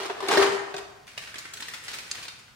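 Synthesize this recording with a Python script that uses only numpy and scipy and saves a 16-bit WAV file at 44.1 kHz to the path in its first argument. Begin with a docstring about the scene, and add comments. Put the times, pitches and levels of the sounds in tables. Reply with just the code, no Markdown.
"""Hollow knocks and a clatter: a plastic bottle of clay pebbles rocks to rest on a stone counter.
Each knock rings the wall and the air inside and jolts the pebbles; the counter thuds under the weight.
Then fingers push pebbles about in a plastic plant pot: a rustle and small crunches, both made of
many tiny contacts, and one sharp snap as a pebble slips against another.
A tiled room echoes around them, with a quiet rumble and hiss of its own."""
import sys
import numpy as np
from scipy import signal
from scipy.fft import rfft, irfft
from scipy.io import wavfile

SR = 44100
rng = np.random.default_rng(int(sys.argv[2]) if len(sys.argv) > 2 else 0)


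def digitize_waveform(pressure):
    """Quantize a signal to 16-bit integers and store it at the path in sys.argv[1].

    Rows of a 2-D input are taken as channels; values are limited to [-1, 1].
    """
    field = np.atleast_2d(pressure).T
    bounded = np.clip(field, -1, 1)
    quanta = np.round(bounded * 32767).astype(np.int16)
    wavfile.write(sys.argv[1], SR, quanta)


N = 112454
TIME = np.arange(N) / SR


def from_db(db):
    """Decibels to gain."""
    return 10 ** (np.asarray(db) / 20)


def unit(x):
    """Scale to an energy of one per channel."""
    return x / np.sqrt(np.sum(x ** 2, axis=-1, keepdims=True) + 1e-20)


def decay(t60, size=N):
    """A fade that falls 60 dB every t60 seconds."""
    return from_db(-60 * TIME[:size] / t60)


def at_hz(points, hz):
    """Read a curve on a log-frequency axis."""
    freqs, values = np.transpose(points)
    return np.interp(np.log(np.maximum(hz, 1)), np.log(freqs), values)


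def filtered(sound, kind, hz, order):
    """Butterworth low-, high- or band-pass."""
    return signal.sosfilt(signal.butter(order, hz, kind, fs=SR, output="sos"), sound)


def through(sound, response):
    """Pass a sound through an impulse response."""
    return signal.fftconvolve(np.atleast_2d(sound), np.atleast_2d(response), axes=-1)[:, :N]


def body(colour, size=4096):
    """Minimum-phase impulse response with the given EQ curve."""
    gain = from_db(at_hz(colour, np.fft.rfftfreq(size, 1 / SR)))
    cepstrum = irfft(np.log(gain))
    cepstrum[1:size // 2] *= 2
    cepstrum[size // 2 + 1:] = 0
    return unit(irfft(np.exp(rfft(cepstrum))))


def ring(modes):
    """Decaying sines of a struck object."""
    return sum(from_db(db) * decay(t60) * np.sin(2 * np.pi * hz * TIME) for hz, db, t60 in modes)


def add(track, start_s, sound):
    """Mix a sound into a track at a time."""
    i = max(int(start_s * SR), 0)
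    track[..., i:i + sound.shape[-1]] += sound[..., :N - i]


def contacts(per_s, spread_db, size):
    """Random tiny impacts, their strengths scattered by spread_db; rms 1."""
    strength = from_db(spread_db * np.minimum(rng.exponential(1, size), 4))
    polarity = rng.choice([-1, 1], size)
    touches = rng.random(size) < per_s / SR
    return unit(strength * polarity * touches) * np.sqrt(size)


def burst(decay_s, per_s, spread_db, first_hit, size=6000):
    """A first contact and a dying run of smaller ones; as strong as 10 ms at rms 1."""
    run = unit(contacts(per_s, spread_db, size) * np.exp(-TIME[:size] / decay_s))
    run[0] += first_hit
    return unit(run) * np.sqrt(SR / 100)


def pitched(run, hz, q, db):
    """Add one resonance to a run of contacts."""
    return run + from_db(db) * signal.lfilter(*signal.iirpeak(hz, q, fs=SR), run)


def treble_shelf(run, db, corner_hz):
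    """Raise or lower everything above a corner."""
    dull = filtered(run, "low", corner_hz, order=1)
    return dull + from_db(db) * (run - dull)


def nearby(sound, echo_db=1.5, t60=0.047, max_ear_lag_s=0.00024, size=3000):
    """Place a sound at one spot: a random lag to each ear, then first echoes off counter and tiles."""
    echoes = np.array([contacts(per_s=2500, spread_db=3.1, size=size) for _ in range(2)])
    echoes = filtered(echoes, "high", hz=606, order=1)
    response = from_db(echo_db) * unit(echoes * decay(t60, size))
    arrivals = (rng.random(2) * max_ear_lag_s * SR).astype(int)
    response[[0, 1], arrivals] += 1
    return through(sound, unit(response))


def stir(levels, per_s, spread_db, count=5):
    """Pebbles touching at several spots, following a level curve."""
    spots = sum(nearby(contacts(per_s / count, spread_db, N)) for _ in range(count))
    return spots / np.sqrt(count) * from_db(np.interp(TIME, *np.transpose(levels)))


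# The hollow note, a little higher once the bottle stands. Each row: time in seconds, pitch in Hz.
HUM_PITCH = [(.2, 385.3), (.42, 396)]


def hollow_hum(blows, attack_s=0.0028, air_t60=0.13, room_db=-21.5, room_t60=0.87, waver_depth=0.44):
    """A short hollow hum of the bottle's air follows each blow, and its note lingers in the room."""
    fade = decay(air_t60) + from_db(room_db) * decay(room_t60)
    swell = through(blows, fade * (1 - np.exp(-TIME / attack_s)))
    phase = 2 * np.pi * np.cumsum(np.interp(TIME, *np.transpose(HUM_PITCH))) / SR
    # Strength and pitch waver, differently at each ear.
    drift = filtered(rng.standard_normal((2, 2, N)), "low", hz=14, order=2)
    waver = (unit(drift[0]) + 1j * unit(drift[1])) * np.sqrt(N / 2)  # rms 1
    return swell * np.imag(np.exp(1j * phase) * (1 + waver_depth * waver))


# The tones of the plastic wall. Each row: pitch in Hz, level in dB, time to fall 60 dB in seconds.
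WALL_MODES = [(274, -27.5, 0.63), (355.3, -21, 0.45), (423, -21.5, 0.6), (459, -29, 0.44),
              (537, -30.5, 0.94), (616.8, -19, 0.97), (733, -30, .45), (790, -25, 0.48), (954, -25, 0.36),
              (1148, -35, 0.27), (1205, -21.5, 0.57), (1533, -27, 0.29), (1807, -20.5, 0.59)]


def wall_ring(blows):
    """Each blow sets all the modes of the bottle's wall ringing."""
    return through(blows, ring(WALL_MODES))


# The bottle is jolted or meets the counter. Each row: start in seconds, ring level in dB, then for
# the clatter its level in dB, treble shelf in dB, decay time in seconds and clack pitch in Hz.
BOTTLE_KNOCKS = [(0.001, -34, -31.5, 4.5, 0.04, 1170), (0.032, -42, -39, 9.5, 0.0073, 1120),
                 (0.055, -44, -37, 8, 0.0075, 1200), (0.0973, -30.5, -27, -11, 0.0075, 1030),
                 (0.2044, -38, -35, 2, 0.0033, 1150), (0.2261, -26.5, -29.5, -4, 0.018, 1090),
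                 (0.2853, -24, -20.5, 2.5, 0.0046, 3595), (0.3121, -36, -17.5, 3.5, 0.033, 1220),
                 (0.3473, -24, -21.5, -22, 0.032, 950), (0.3735, -13, -17.5, 3, 0.0045, 1777),
                 (0.3945, -22, -19, -2, 0.015, 1100), (0.41, -17.5, -17.5, -3, 0.015, 628),
                 (0.4241, -31, -19.5, 4, 0.013, 1098), (0.4642, -30, -28, 2.5, .012, 980),
                 (0.5216, -31, -40.5, 13.5, 0.03, 1210), (0.5465, -31, -45, 9, .01, 1800),
                 (0.7413, -39, -30.5, -3.5, 0.0079, 746), (0.765, -66, -38, 9, 0.0063, 695),
                 (0.7793, -43, -35.5, 6.5, 0.0086, 787)]


def bottle_knocks(lean_left_db=2.5):
    """Knocks drive the air and the wall together: a hollow ring with the bass cut away."""
    blows = np.zeros(N)
    for start_s, ring_db, *_ in BOTTLE_KNOCKS:
        add(blows, start_s, from_db([ring_db]))
    hollow = filtered(hollow_hum(blows) + wall_ring(blows), "high", hz=263, order=4)
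    return hollow * from_db([[lean_left_db / 2], [-lean_left_db / 2]])


# The envelope of loose pebbles shifting in the bottle. Each row: time in seconds, level in dB.
SHIFT_LEVELS = [(0, -35.5), (.06, -36), (.12, -46), (.24, -39), (.285, -31.5), (.33, -22.5), (.43, -27.5),
                (.46, -32), (.54, -55), (.6, -66), (.7, -46.5), (.95, -69), (1.05, -90)]
# The boxy tone of pebbles in the bottle. Each row: frequency in Hz, relative level in dB.
CLATTER_EQ = [(60, -36), (150, -11.5), (250, -6), (330, 3), (450, 7), (530, -3), (700, 3), (1200, -0.5),
              (2200, -5.5), (4000, -9), (6500, -16), (10000, -23), (15000, -37)]


def bottle_clatter():
    """The pebbles jump at every knock and keep shifting in between."""
    hits = stir(SHIFT_LEVELS, per_s=900, spread_db=0)
    for start_s, _, db, treble_db, decay_s, clack_hz in BOTTLE_KNOCKS:
        run = burst(decay_s, per_s=2000, spread_db=2.5, first_hit=0.37)
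        clack = pitched(run, clack_hz, q=14, db=4.5)
        clack = treble_shelf(clack, treble_db, corner_hz=2540)
        add(hits, start_s, from_db(db) * nearby(clack))
    return through(hits, body(CLATTER_EQ))


# The bass-heavy bed under everything. Each row: frequency in Hz, relative level in dB.
ROOM_TONE_EQ = [(25, -20), (60, -4), (110, 0.5), (200, -6.5), (400, -18), (1000, -14), (2000, -17),
                (5000, -18.5), (10000, -28.5), (15500, -34)]


def room_tone(level_db=-58.5, side_db=-8.5):
    """Quiet, steady rumble and hiss of the room."""
    mid, side = through(rng.standard_normal((2, N)), body(ROOM_TONE_EQ))
    return from_db(level_db) * (mid + from_db(side_db) * np.array([side, -side]))


# How long the tiled room rings. Each row: frequency in Hz, time to fall 60 dB in seconds.
REVERB_TIMES = [(100, 0.68), (400, 0.96), (1000, 1.1), (2500, 0.9), (5000, 0.56), (9000, 0.77),
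                (15000, 0.39)]


def room_tail(predelay_s=0.0059, build_s=0.0047, bands=9, size=2 * SR):
    """Long stereo response of the tiled room, dying faster in the treble."""
    white = rfft(rng.standard_normal((2, size)))
    hz = np.fft.rfftfreq(size, 1 / SR)
    centres = np.geomspace(80, 15000, bands)
    tail = np.zeros((2, size))
    for centre, weights in zip(centres, np.eye(bands)):
        band = irfft(white * at_hz(list(zip(centres, weights)), hz))
        tail += band * decay(at_hz(REVERB_TIMES, centre), size)
    fade_in = np.clip((TIME[:size] - predelay_s) / build_s, 0, 1)
    return unit(tail * fade_in)


# The low end of the landing.
# Each row: start in seconds, level in dB, pitch in Hz, time to fall 60 dB in seconds.
COUNTER_THUDS = [(.408, -38, 78.7, 0.117), (.488, -43, 135, .16), (.515, -42.5, 205, .25),
                 (.741, -46, 160, .1)]


def counter_thuds():
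    """Soft low thuds as the counter takes the bottle's weight."""
    thuds = np.zeros(N)
    for start_s, db, hz, t60 in COUNTER_THUDS:
        add(thuds, start_s, ring([(hz, db, t60)]))
    return filtered(thuds, "high", hz=55, order=2)


# The envelope of fingers rustling among the pebbles. Each row: time in seconds, level in dB.
RUSTLE_LEVELS = [(1.03, -81), (1.1, -54), (1.17, -53.5), (1.21, -45.5), (1.34, -51.5), (1.5, -53.5),
                 (1.62, -45), (1.8, -52.5), (1.92, -40.5), (2.05, -52), (2.16, -41), (2.27, -51.5),
                 (2.33, -74), (2.55, -72)]
# Pebbles rub and click. Each row: start in seconds, relative level in dB, pitch in Hz,
# decay time in seconds, sparkle shelf in dB.
POT_CRUNCHES = [(1.069, -47, 1910, 0.012, 5), (1.078, -45.5, 2405, 0.022, 4),
                (1.1765, -34.5, 2700, 0.0026, 2.5), (1.1795, -34, 1870, 0.007, -2),
                (1.274, -38.5, 1600, 0.024, -12), (1.342, -36.5, 2400, 0.0045, -6),
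                (1.356, -36, 2500, 0.0068, -15), (1.383, -35.5, 6440, 0.0072, 5),
                (1.4533, -37.5, 1600, 0.0085, -5), (1.5353, -36, 8000, 0.0062, 5.5),
                (1.5715, -39, 1780, .008, 4), (1.604, -37, 6000, 0.0053, 5),
                (1.6227, -32.5, 4400, 0.0041, -7), (1.6838, -39.5, 2100, .01, 8.5),
                (1.7365, -34.5, 2320, 0.013, 6), (1.8376, -44, 8200, 0.027, 8.5),
                (1.8823, -31.5, 4250, .014, -4), (1.9325, -35, 4470, .018, 4.5),
                (1.943, -39, 1140, 0.0063, 7), (1.985, -38.5, 2200, 0.0097, 9),
                (2.154, -43, 4340, 0.017, 2), (2.182, -41, 3000, 0.0054, -6),
                (2.2283, -40.5, 4560, 0.012, 5.5), (2.2518, -39, 3100, .004, -2),
                (2.2813, -35, 3850, 0.0044, -1.5), (2.389, -50, 6000, .01, 5.5),
                (2.481, -52.5, 1400, 0.022, -5)]
# The crisp tone of pebbles in the pot. 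Each row: frequency in Hz, relative level in dB.
POT_EQ = [(80, -12), (200, -7), (400, -3.5), (700, -6.5), (1100, -3), (1700, 1), (2500, -1), (4500, -3.5),
          (7000, -8.5), (9500, -11), (12000, -18.5), (15500, -22)]


def pot_pebbles():
    """Fingers stir the pebbles; each crunch is coloured by the pebble that moves."""
    hits = stir(RUSTLE_LEVELS, per_s=1400, spread_db=4)
    for start_s, db, hz, decay_s, sparkle_db in POT_CRUNCHES:
        run = burst(decay_s, per_s=3000, spread_db=3, first_hit=0.27)
        crunch = pitched(run, hz, q=1.76, db=-2)
        crunch = treble_shelf(crunch, sparkle_db, corner_hz=6500)
        add(hits, start_s, from_db(db) * nearby(crunch) / np.sqrt(2))
    return through(hits, body(POT_EQ))


# The brief, bright ring of a pebble. Each row: pitch in Hz, level in dB, time to fall 60 dB in seconds.
PEBBLE_MODES = [(2030, -29, 0.025), (2770, -23, 0.035), (4480, -14, 0.016), (4940, -7.5, 0.0092),
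                (6400, -6.5, 0.006), (7100, -8, 0.0059), (8000, -20, .008), (9640, -20.5, 0.023)]


def pebble_snap(start_s=2.1138, gain_db=-14.5, echo_s=0.001595, echo_db=2):
    """One pebble slips and snaps against another; the sound bounces off the counter."""
    click = filtered(ring(PEBBLE_MODES)[:SR // 10], "band", hz=[1200, 9600], order=3)
    direct = np.zeros(N)
    add(direct, start_s, from_db(gain_db) * click)
    bounce = nearby(np.roll(direct, int(echo_s * SR)))
    return direct + from_db(echo_db) * bounce


def scene():
    """Bottle and pebbles, each with its own reverb send, over dry thuds and room tone."""
    tail = room_tail()
    mix = counter_thuds() + room_tone()
    sends = [(bottle_knocks(), -18), (bottle_clatter(), -6), (pot_pebbles(), -4), (pebble_snap(), -9)]
    for sound, send_db in sends:
        mix = mix + sound + from_db(send_db) * through(sound, tail)
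    return mix


def record(dry, peak_limit=0.64, cutoff_hz=15750):
    """The loudest peaks are rounded and the top is cut steeply."""
    rounded = peak_limit * np.tanh(dry / peak_limit)
    return signal.sosfilt(signal.ellip(10, .1, 80, cutoff_hz, fs=SR, output="sos"), rounded)


dry = scene()
out = record(dry)
digitize_waveform(out)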